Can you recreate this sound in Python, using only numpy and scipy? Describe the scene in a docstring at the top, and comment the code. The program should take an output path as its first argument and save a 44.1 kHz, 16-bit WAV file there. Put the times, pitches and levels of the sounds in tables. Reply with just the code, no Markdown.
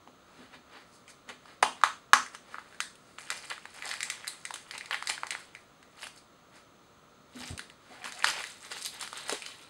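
"""A hollow plastic toy capsule is prised open over a table in a small, hard-walled room: its catch snaps
three times, each snap a short body ring plus a bright noise crack. A figure in a crackly plastic bag is
pulled out and turned over (clumped ticks ringing small facets), the empty shell is set aside with modal
table knocks, and a folded paper leaflet is peeled off the bag and opened (finer ticks, two hollow pops).
Dense wall echoes, steady room air, hiss and a thin whine lie behind."""
import sys
import numpy as np
from scipy import signal
from scipy.fft import rfft, irfft
from scipy.io import wavfile

SR = 44100
rng = np.random.default_rng(int(sys.argv[2]) if len(sys.argv) > 2 else 0)


def log_audio(samples):
    """Write samples as a 16-bit WAV file to the path given in sys.argv[1]."""
    # one column per channel
    frames = np.atleast_2d(samples).T
    # limit to full scale, then quantise
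    limited = np.clip(frames, -1, 1)
    pcm = np.round(limited * 32767).astype(np.int16)
    wavfile.write(sys.argv[1], SR, pcm)


N = 427329
TIME = np.arange(N) / SR

# Colour of hiss on the shell and fine crackle of the bag. Each row: frequency in Hz, relative density in dB.
SIZZLE_COLOUR = [(1500, -7.5), (3000, -14.5), (4500, 0), (6500, -1.5), (8500, -2.5), (10500, -8),
                 (13000, -23.5), (16000, -43)]


def capsule():
    """The stiff shell: hollow snaps and the rub of sliding contact. Gives (direct, sent to the room)."""
    # Taps on the shell and snaps of its catch. Each row: start in seconds, body level in dB,
    # body pitch in Hz, edge level in dB; levels before layer gain.
    shell_snaps = [(0.075, -47, 760, -59), (1.079, -50.5, 2330, -51), (1.29, -43.5, 1810, -41.5),
                   (1.4569, -49, 1260, -56), (1.6254, -36.5, 870, -25.5), (1.6283, -13, 950, -22),
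                   (1.814, -42, 1280, -49), (1.8362, -11.5, 1210, -21.5), (2.1332, -6.5, 1240, -14.5),
                   (2.1368, -22, 1120, -36.5), (2.2634, -41.5, 1800, -47), (2.3485, -39.5, 1360, -41),
                   (2.544, -34.5, 1340, -57), (2.555, -44, 1300, -63), (2.584, -36, 1310, -58),
                   (2.7256, -53, 1610, -59), (2.7456, -49, 1650, -58)]
    # Colour of the shell's crack. Each row: frequency in Hz, relative density in dB.
    shell_edge_colour = [(900, -16.5), (2000, -7.5), (2900, 8), (4200, -6.5), (6500, 0), (8500, -2),
                         (10500, -8), (13000, -23), (16000, -28.5)]
    # Fingertips sliding on the shell, and at 3.1 s the bag sliding faintly. Each row: strongest moment
    # in seconds, length in seconds, rub level in dB, hiss level in dB; levels before layer gain.
    slides = [(.4, 0.33, -57.5, -64), (.545, 0.054, -46, -61), (.765, 0.19, -50, -64),
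              (.95, 0.22, -75, -61), (1.1, .05, -53, -51.5), (1.3, 0.048, -41.5, -53),
              (1.495, 0.2, -55.5, -65), (1.78, 0.13, -52.5, -63), (2.346, 0.054, -49, -51),
              (2.53, 0.17, -52.5, -59), (2.595, 0.032, -54, -63), (2.72, 0.51, -60, -64),
              (3.1, 0.26, -63.5, -62.5), (6.565, 0.13, -55.5, -60), (7.94, 0.27, -52, -56.5)]
    # Colour of the rub. Each row: frequency in Hz, relative density in dB.
    rub_colour = [(150, -13), (270, 2.5), (500, 2), (900, 3.5), (1500, 5), (2500, -0.5), (4500, -5.5),
                  (9000, -33)]
    cavity_hz, cavity_width_hz, cavity_db = 397, 130, -1.5  # the air inside the shell

    hits = cracks(shell_snaps, hz=6060, t60_s=0.031)
    body, edge, body_wide, edge_wide = snaps(
        hits, shell_edge_colour, scatter=0.6, body_width_hz=440,
        edge_focus=0.51, edge_width_hz=980, edge_length=0.71)
    body = body + from_db(cavity_db) * resonate(body, cavity_hz, cavity_width_hz)

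    rub_gain, hiss_gain = strokes(slides, rise=0.51)
    rub = crackle(rub_colour, per_s=5500, spread_db=4.5, clump_db=5, smooth=.9, sharpness=2.7)
    hiss = crackle(SIZZLE_COLOUR, per_s=1500, spread_db=1.0, clump_db=7.5, smooth=.8, sharpness=3.1)
    slide = from_db(-1.0) * rub_gain * rub + from_db(-3.0) * hiss_gain * hiss

    direct = from_db(-0.8) * body + from_db(-3.0) * edge + slide
    sent = from_db(-0.5) * body_wide + from_db(-0.45) * edge_wide + slide
    return direct, sent


def cracks(rows, hz, t60_s):
    """Brighter snaps slip at a higher pitch for longer; hz and t60_s hold where edge and body are equal."""
    hz_doubles_db, t60_doubles_db = 18.5, 23  # dB of edge over body for each doubling
    rows = np.array(rows)
    _, body_db, _, edge_db = rows.T
    bright_db = edge_db - body_db
    return np.c_[rows, hz * 2 ** (bright_db / hz_doubles_db), t60_s * 2 ** (bright_db / t60_doubles_db)]


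def snaps(rows, edge_colour, scatter, body_width_hz, edge_focus, edge_width_hz, edge_length, size=2205):
    """A snap rings the body for a few cycles while the slipping edge gives a bright crack.
    Gives body and edge as heard directly, then as spread into the room."""
    build_s = 0.0018  # a slip spreads along the edge before the crack is at full strength
    mean_bounce_s = .0007  # each crack also arrives off the table top
    out, t, pulse = np.zeros((4, N)), np.arange(size) / SR, signal.unit_impulse(size)
    noises = rng.standard_normal((len(rows), 2, size))
    facets = 2400 * 4 ** rng.random((len(rows), 3))
    delays = mean_bounce_s * (.5 + rng.random(len(rows)))

    def attack_one(v):
        """Unit RMS over the first 5 ms."""
        return v / np.sqrt(np.mean(v[:220] ** 2))

    def spread(smooth, heard):
        """Summed over all directions the same energy has a smooth spectrum."""
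        return smooth * np.linalg.norm(heard) / np.linalg.norm(smooth)

    for (s, body_db, body_hz, edge_db, edge_hz, t60_s), noise, facet_hz, delay_s in zip(
            rows, noises, facets, delays):

        def body(push):
            """Two resonances in series at the body pitch."""
            ring = resonate(push, body_hz, body_width_hz)
            return attack_one(resonate(ring, body_hz, 2 * body_width_hz))

        def edge(push):
            """Every spot that gives way also rings a few small facets of its own."""
            tinted = push + 1.5 * sum(resonate(push, hz, 550) for hz in facet_hz)
            focus = attack_one(resonate(push, edge_hz, edge_width_hz))
            return attack_one(attack_one(tinted) + edge_focus * focus)

        # one main release, then a shudder of smaller slips
        shudder = body(noise[0] * fade(t, t60_s))
        knock = attack_one(body(pulse) + scatter * shudder)
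        slip = noise[1] * fade(t, t60_s * edge_length) * (1 - fade(t, build_s))
        crack = edge(colour(slip, edge_colour))
        knock_wide = spread(body(pulse), knock)
        crack_wide = spread(edge(colour(pulse, edge_colour)), crack)
        parts = knock, off_table(crack, delay_s), knock_wide, crack_wide
        for track, part, db in zip(out, parts, (body_db, edge_db) * 2):
            add(track, s, from_db(db) * part)
    return out


def off_table(x, delay_s):
    """The direct sound plus its reflection from the table top, scaled back for the added energy."""
    n, gain = np.arange(len(x)), from_db(-9)
    bounce = np.interp(n - round(delay_s * SR), n, x, left=0)
    return (x + gain * bounce) / np.hypot(1, gain)


def wrapping():
    """Thin film: loud buckles amid fine crackle, and a faint squeak. Gives (direct, sent to the room)."""
    # Loudest creases of bag and paper buckling. 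Each row: start in seconds, body level in dB,
    # body pitch in Hz, edge level in dB; levels before layer gain.
    creases = [(2.8036, -30.5, 1720, -28), (2.9543, -72, 1900, -55.5), (3.1852, -42, 1500, -50.5),
               (3.3029, -32.5, 1720, -29.5), (3.5003, -48.5, 2000, -38.5), (3.5796, -45.5, 1360, -54),
               (3.6551, -42, 1220, -50), (3.8237, -39, 1850, -47), (3.9135, -36.5, 2030, -36),
               (3.939, -38, 1710, -38.5), (4.006, -37, 2070, -34.5), (4.0297, -36.5, 2050, -29),
               (4.1004, -36.5, 2160, -29), (4.2449, -42.5, 1690, -66), (4.2713, -42, 1840, -42),
               (4.2777, -48, 1330, -30.5), (4.4522, -40, 1980, -36), (4.5071, -38, 1020, -43),
               (4.5397, -46.5, 890, -34.5), (4.5586, -44, 1640, -42), (4.7103, -41, 2030, -39.5),
               (4.7788, -50, 2280, -38.5), (4.8582, -48, 2190, -45.5), (4.8098, -40, 2210, -52),
               (4.9099, -32, 1470, -39.5), (4.9442, -34.5, 1680, -39), (5.0249, -36.5, 1380, -41.5),
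               (5.0719, -37.5, 1940, -30.5), (5.0983, -32.5, 2360, -28.5), (5.179, -39.5, 1420, -52),
               (5.2339, -31.5, 1050, -55), (5.2685, -45, 1770, -42), (5.3068, -35.5, 2200, -31),
               (5.3509, -35, 1370, -64), (5.5505, -43.5, 1980, -50), (5.828, -58.5, 1980, -58),
               (6.0692, -45.5, 1247, -45), (7.5772, -55, 2880, -40), (7.5936, -38.5, 1630, -40),
               (7.6996, -52.5, 1862, -52), (8.0425, -41, 1680, -39.5), (8.1222, -47, 1700, -40.5),
               (8.225, -37.5, 2400, -53), (8.244, -20, 1340, -23.5), (8.2705, -31.5, 2800, -35),
               (8.2857, -33, 1280, -31.5), (8.44, -38, 2000, -40.5), (9.0106, -48, 1550, -35),
               (9.0261, -43, 1180, -38.5), (9.076, -44, 1330, -43), (9.1296, -40.5, 1080, -43),
               (9.2951, -33.5, 970, -30), (9.3249, -42, 1090, -32), (9.4213, -42, 2560, -42.5),
               (9.4624, -44.5, 3060, -40)]
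    # Colour of the creases' cracks. Each row: frequency in Hz, relative density in dB.
    crease_edge_colour = [(100, -34), (500, -29), (1200, 1), (2500, -2.5), (4000, 1), (6500, -2.5),
                          (8500, -1), (10500, -6), (13000, -21), (16000, -25.5)]
    # The bag squeezed or dragged. Each row: strongest moment in seconds, length in seconds,
    # crumple level in dB, sizzle level in dB; levels before layer gain.
    handling = [(3.317, 0.027, -34.5, -42), (3.37, 0.091, -56, -49.5), (3.515, 0.03, -36, -66),
                (3.77, 0.1, -52, -54), (3.86, 0.081, -42, -47), (3.9, 0.094, -43.5, -44),
                (4.285, 0.059, -65, -64), (4.75, .06, -46.5, -52), (4.93, .055, -35.5, -48),
                (5.1, 0.088, -37.5, -42), (5.322, 0.028, -36.5, -61), (6.035, 0.089, -45, -42.5),
                (6.17, 0.061, -60.5, -56.5), (7.63, .2, -69, -70), (8.06, 0.13, -43, -48.5),
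                (8.18, .13, -50.5, -51), (8.28, 0.13, -33, -35), (8.385, 0.067, -34, -43)]
    # Colour of the crumpling. Each row: frequency in Hz, relative density in dB.
    crumple_colour = [(150, -25), (400, -5.5), (800, 3), (1400, 5.5), (2200, 4.5), (3300, 1), (5000, -15.5),
                      (9000, -30)]
    # The bag squeaking under the fingers. Each row: strongest moment in seconds, length in seconds,
    # level in dB before layer gain.
    squeaks = [(7.5, 0.042, -58), (7.92, 0.05, -53), (8.01, 0.097, -57), (8.167, 0.14, -55)]
    squeak_hz, squeak_width_hz = 730, 64

    buckles = cracks(creases, hz=5300, t60_s=0.012)
    body, edge, body_wide, edge_wide = snaps(
        buckles, crease_edge_colour, scatter=0.78, body_width_hz=660,
        edge_focus=0.54, edge_width_hz=3100, edge_length=1.0)

    grip_gains = np.outer(from_db([-3, -6]), from_db(grip_db(TIME)))  # crumple, sizzle
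    crumple_gain, sizzle_gain = strokes(handling, rise=0.44) + grip_gains
    folds = crackle(crumple_colour, per_s=1200, spread_db=4.5, clump_db=2.5, smooth=.15, sharpness=5)
    wrinkles = crackle(SIZZLE_COLOUR, per_s=1200, spread_db=4.5, clump_db=3, smooth=.15, sharpness=6)
    rustle = from_db(0.5) * crumple_gain * folds + from_db(0.5) * sizzle_gain * wrinkles

    squeal = resonate(rng.standard_normal(N), squeak_hz, squeak_width_hz)
    squeal = rms_one(resonate(squeal, squeak_hz, squeak_width_hz))
    rustle = rustle + from_db(2.0) * strokes(squeaks, rise=0.38)[0] * squeal

    direct = from_db(3.0) * body + from_db(-0.04) * edge + rustle
    sent = from_db(1.5) * body_wide + from_db(1.2) * edge_wide + rustle
    return direct, sent


def grip_db(s):
    """How hard the fingers work the bag at time s; at -120 dB before and after."""
    # Finger effort on the bag. Each row: time in seconds, crackle level in dB before layer gain.
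    grip = [(3.18, -50), (3.38, -55), (3.45, -50), (3.59, -60), (3.78, -55), (3.93, -54.5), (4.02, -48),
            (4.56, -59.5), (5.0, -54), (5.2, -58), (5.41, -53), (5.57, -68), (5.84, -77), (6.0, -57)]
    return np.interp(s, *np.transpose(grip), left=-120, right=-120)


def paper():
    """Stiff glossy paper: the sheet flaps while its fibres catch in a dense, fine grain.
    Gives (direct, sent to the room)."""
    # The leaflet sliding and unfolding. Each row: strongest moment in seconds, length in seconds,
    # flap level in dB, rustle level in dB; levels before layer gain.
    leaflet = [(7.41, 0.15, -46.5, -47.5), (7.48, 0.15, -50, -45.5), (8.455, 0.28, -48, -45),
               (8.65, 0.13, -49.5, -50.5), (8.722, 0.034, -36.5, -40.5), (8.78, 0.12, -43, -43.5),
               (8.822, 0.018, -56, -32.5), (8.862, 0.038, -42.5, -30.5), (8.95, 0.072, -46, -45.5),
               (9.03, 0.11, -43, -43), (9.18, 0.15, -42, -46), (9.32, 0.14, -37, -38.5),
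               (9.475, 0.2, -47.5, -49.5), (9.63, 0.24, -55.5, -56.5)]
    # Colours of flap and rustle. Each row: frequency in Hz, relative density in dB.
    flap_colour = [(150, -6), (450, -1), (900, 1.5), (1500, 4.5), (2300, 2), (4000, 2), (9000, -65)]
    rustle_colour = [(1200, -31), (2400, -7), (3400, -4.5), (4800, 1), (6500, -2), (8500, 0), (10500, -9.5),
                     (13000, -18.5), (16000, -28)]
    flap_gain, rustle_gain = strokes(leaflet, rise=0.54)
    bends = crackle(flap_colour, per_s=1800, spread_db=4, clump_db=2, smooth=.25, sharpness=4)
    fibres = crackle(rustle_colour, per_s=1600, spread_db=4.5, clump_db=2.5, smooth=.15, sharpness=8)
    sheet = from_db(-1.5) * flap_gain * bends + from_db(-2.0) * rustle_gain * fibres
    return sheet + sheet_pops(), sheet


def sheet_pops(size=8820):
    """The bent sheet flips over and rings hollowly for a moment: a sine roughened by narrow noise."""
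    # The folded leaflet popping as it flexes open. Each row: start in seconds, nominal level in dB,
    # pitch in Hz.
    leaflet_pops = [(9.296, -36, 556), (9.324, -25, 420)]
    out, t = np.zeros(N), np.arange(size) / SR
    for s, db, hz in leaflet_pops:
        flutter = rms_one(resonate(resonate(rng.standard_normal(size), hz, hz / 2), hz, hz))
        ring = 0.4 * np.sin(2 * np.pi * hz * t) + 0.66 * flutter
        envelope = fade(t, 0.074) * (1 - fade(t, 0.009))
        add(out, s, from_db(db) * ring * envelope)
    return out


def strokes(rows, rise):
    """Each movement swells for the share `rise` of its length, then dies away; one gain per level column."""
    fall_db, roundness = 18, 1.33  # drop at either end of the length; 1 = pointed top, 2 = round
    t, gains = TIME[::32], 0
    rise = np.clip(rise, .05, .95)
    for s, length_s, *db in rows:
        away = np.maximum((s - t) / rise, (t - s) / (1 - rise)) / abs(length_s)
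        shape_db = -fall_db * np.minimum(away, 10) ** roundness
        gains = gains + np.outer(from_db(db), from_db(shape_db))
    return np.array([np.interp(TIME, t, gain) for gain in gains])


def crackle(spectrum, per_s, spread_db, clump_db, smooth, sharpness, count=32):
    """Tiny slips come in clumps, their rate swinging randomly above and below per_s by about clump_db;
    each gives a tick and rings one facet of the surface, over smooth friction noise."""
    clumping = from_db(abs(clump_db) * drift(45))
    born = rng.random(N) < per_s * clumping / SR
    size_db = spread_db * np.minimum(rng.exponential(1, N), 3.5)
    slips = born * from_db(size_db) * rng.choice([-1, 1], N)
    dealt = rng.integers(0, count, N)  # which facet each slip rings
    facet_hz = np.geomspace(400, 13000, count)
    facets = sum(resonate(slips * (dealt == k), hz, hz / sharpness) for k, hz in enumerate(facet_hz))
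    grain = rms_one(rms_one(facets) + .8 * rms_one(slips))
    return rms_one(colour(grain + smooth * rng.standard_normal(N), spectrum))


def table_knocks(size=22050):
    """The table top booms briefly when a hand or the shell meets it; it radiates no deep bass."""
    # Knocks on the table. Each row: start in seconds, nominal level in dB, softness 0-1.
    knocks = [(0.074, -55, 0), (0.384, -47, 0.3), (0.551, -52, 0), (1.287, -53, 0), (1.629, -41, 0.4),
              (2.137, -42, 0), (7.35, -39.5, 0), (7.403, -44, 0.57), (7.503, -38.5, 0.97),
              (7.525, -41.5, 0.83), (7.901, -50.5, 0), (8.039, -49.5, 0.1)]
    # Modes of the table top. Each row: frequency in Hz, relative level in dB, T60 in seconds.
    table_modes = [(250.2, -1.5, 0.42), (88, -19.5, 0.061), (420, -7.5, 0.093)]
    soft_tilt_db_per_octave = 23.5  # in favour of low modes, for softness 1
    out, t = np.zeros(N), np.arange(size) / SR
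    for s, db, softness in knocks:
        for hz, mode_db, t60_s in table_modes:
            # contact also scuffs, which roughens the boom
            scuff = rms_one(resonate(resonate(rng.standard_normal(size), hz, hz), hz, 2 * hz))
            boom = .85 * np.sin(2 * np.pi * hz * t) + .4 * scuff
            tilt_db = softness * soft_tilt_db_per_octave * np.log2(table_modes[0][0] / hz)
            envelope = fade(t, t60_s) * (1 - fade(t, 0.017))
            add(out, s, from_db(db + mode_db + tilt_db) * boom * envelope)
    return signal.sosfilt(signal.butter(3, 62, "high", fs=SR, output="sos"), out + 1e-18)


def room(x, first_echo_s, size=22050):
    """Dense wall echoes, dying at their own pace in each octave."""
    # Echo strength. Each row: frequency in Hz, gain in dB.
    echo_gain = [(150, -6.5), (500, -3), (900, -5), (1400, -7.5), (2200, -4), (3500, -1.5), (7000, -5),
                 (10000, -4.5), (15000, -6)]
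    # Echo decay. Each row: frequency in Hz, T60 in seconds.
    echo_t60 = [(200, .4), (600, 0.21), (1400, 0.27), (4000, 0.33), (9000, 0.34), (15000, .18)]
    t, hz = np.arange(size) / SR, np.fft.rfftfreq(size, 1 / SR)
    white = rfft(rng.standard_normal(size))
    centres_hz = 125 * 2. ** np.arange(8)
    echo = 0
    for centre_hz, share in zip(centres_hz, np.eye(len(centres_hz))):
        band_gain = at_hz(np.c_[centres_hz, share], hz) * from_db(at_hz(echo_gain, hz))
        band = irfft(white * band_gain)
        onset = np.clip(t / first_echo_s - 1, 0, 1)
        envelope = fade(t, at_hz(echo_t60, centre_hz)) * onset
        echo = echo + band * envelope / np.linalg.norm(envelope)
    return signal.fftconvolve(x, echo)[:N]


def background():
    """Room air and microphone hiss as coloured noise, and a thin electrical whine as a sine."""
    # Colour of the steady noise. Each row: frequency in Hz, relative density in dB.
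    air_colour = [(25, -17), (50, -8.5), (120, -2.5), (260, -1), (400, -4), (620, -3), (850, -9),
                  (1350, -1.5), (1520, -11), (2800, -16), (4000, -14), (5000, -22), (6300, -15.5),
                  (8500, -26), (11500, -32), (15000, -41.5)]
    air_db, whine_hz, whine_db = -59.5, 15708, -81
    air = from_db(air_db) * rms_one(colour(rng.standard_normal(N), air_colour))
    return air + from_db(whine_db) * rms_one(np.sin(2 * np.pi * whine_hz * TIME))


def from_db(db):
    """Decibels to amplitude."""
    return 10 ** (np.asarray(db) / 20)


def rms_one(x):
    """Scale to unit RMS."""
    return x / np.sqrt(np.mean(x ** 2) + 1e-20)


def at_hz(points, hz):
    """Read a table on a log-frequency axis."""
    f, value = np.transpose(points)
    return np.interp(np.log(np.maximum(hz, 1)), np.log(f), value)


def fade(t, t60_s):
    """Exponential decay, 60 dB down at t60_s."""
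    return np.exp(-np.log(1000) * t / max(t60_s, 1e-3))


def add(out, s, sound):
    """Mix a short sound in at time s."""
    at = max(round(s * SR), 0)
    out[at:at + len(sound)] += sound[:N - at]


def colour(x, spectrum, size=4096):
    """Causal (minimum-phase) filter with the given spectrum, by folding the cepstrum."""
    spectrum_db = at_hz(spectrum, np.fft.rfftfreq(size, 1 / SR))
    cepstrum = irfft(np.log(from_db(spectrum_db)))
    cepstrum[1:size // 2] *= 2
    cepstrum[size // 2 + 1:] = 0
    return signal.fftconvolve(x, irfft(np.exp(rfft(cepstrum))))[:len(x)]


def resonate(x, hz, width_hz):
    """One two-pole resonance, gain about 1 on top."""
    r = np.exp(-np.pi * width_hz / SR)
    zeros = np.array([1, 0, -1]) * (1 - r * r) / 2
    poles = [1, -(1 + r * r) * np.cos(2 * np.pi * hz / SR), r * r]
    return signal.lfilter(zeros, poles, x + 1e-18)


def drift(per_s):
    """Slow random line through per_s normal knots a second, spread near 1."""
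    knots = np.arange(0, N / SR + 1, 1 / per_s)
    return np.interp(TIME, knots, rng.standard_normal(len(knots)))


def scene():
    """Everything happens close to the microphone, with the room answering."""
    direct, sent = np.sum([capsule(), wrapping(), paper()], axis=0)
    echoes = room(sent, first_echo_s=0.00081)
    return (direct + echoes + table_knocks() + background())[None]


def record(dry):
    """The microphone port cuts two dips, peaks overload without a bass thump, the top is cut."""
    # Dips of the microphone port. Each row: frequency in Hz, width in Hz, depth 0-1.
    port_dips = [(5700, 500, .8), (6900, 240, .7)]
    full_scale, cutoff_hz = .87, 16300
    x = dry
    for hz, width_hz, depth in port_dips:
        x = x - depth * resonate(x, hz, width_hz)
    excess = x - np.clip(x, -full_scale, full_scale)
    x = x - signal.sosfilt(signal.butter(1, 400, "high", fs=SR, output="sos"), excess + 1e-18)
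    return signal.sosfilt(signal.cheby2(14, 60, cutoff_hz + 600, fs=SR, output="sos"), x)


dry = scene()
out = record(dry)
log_audio(out)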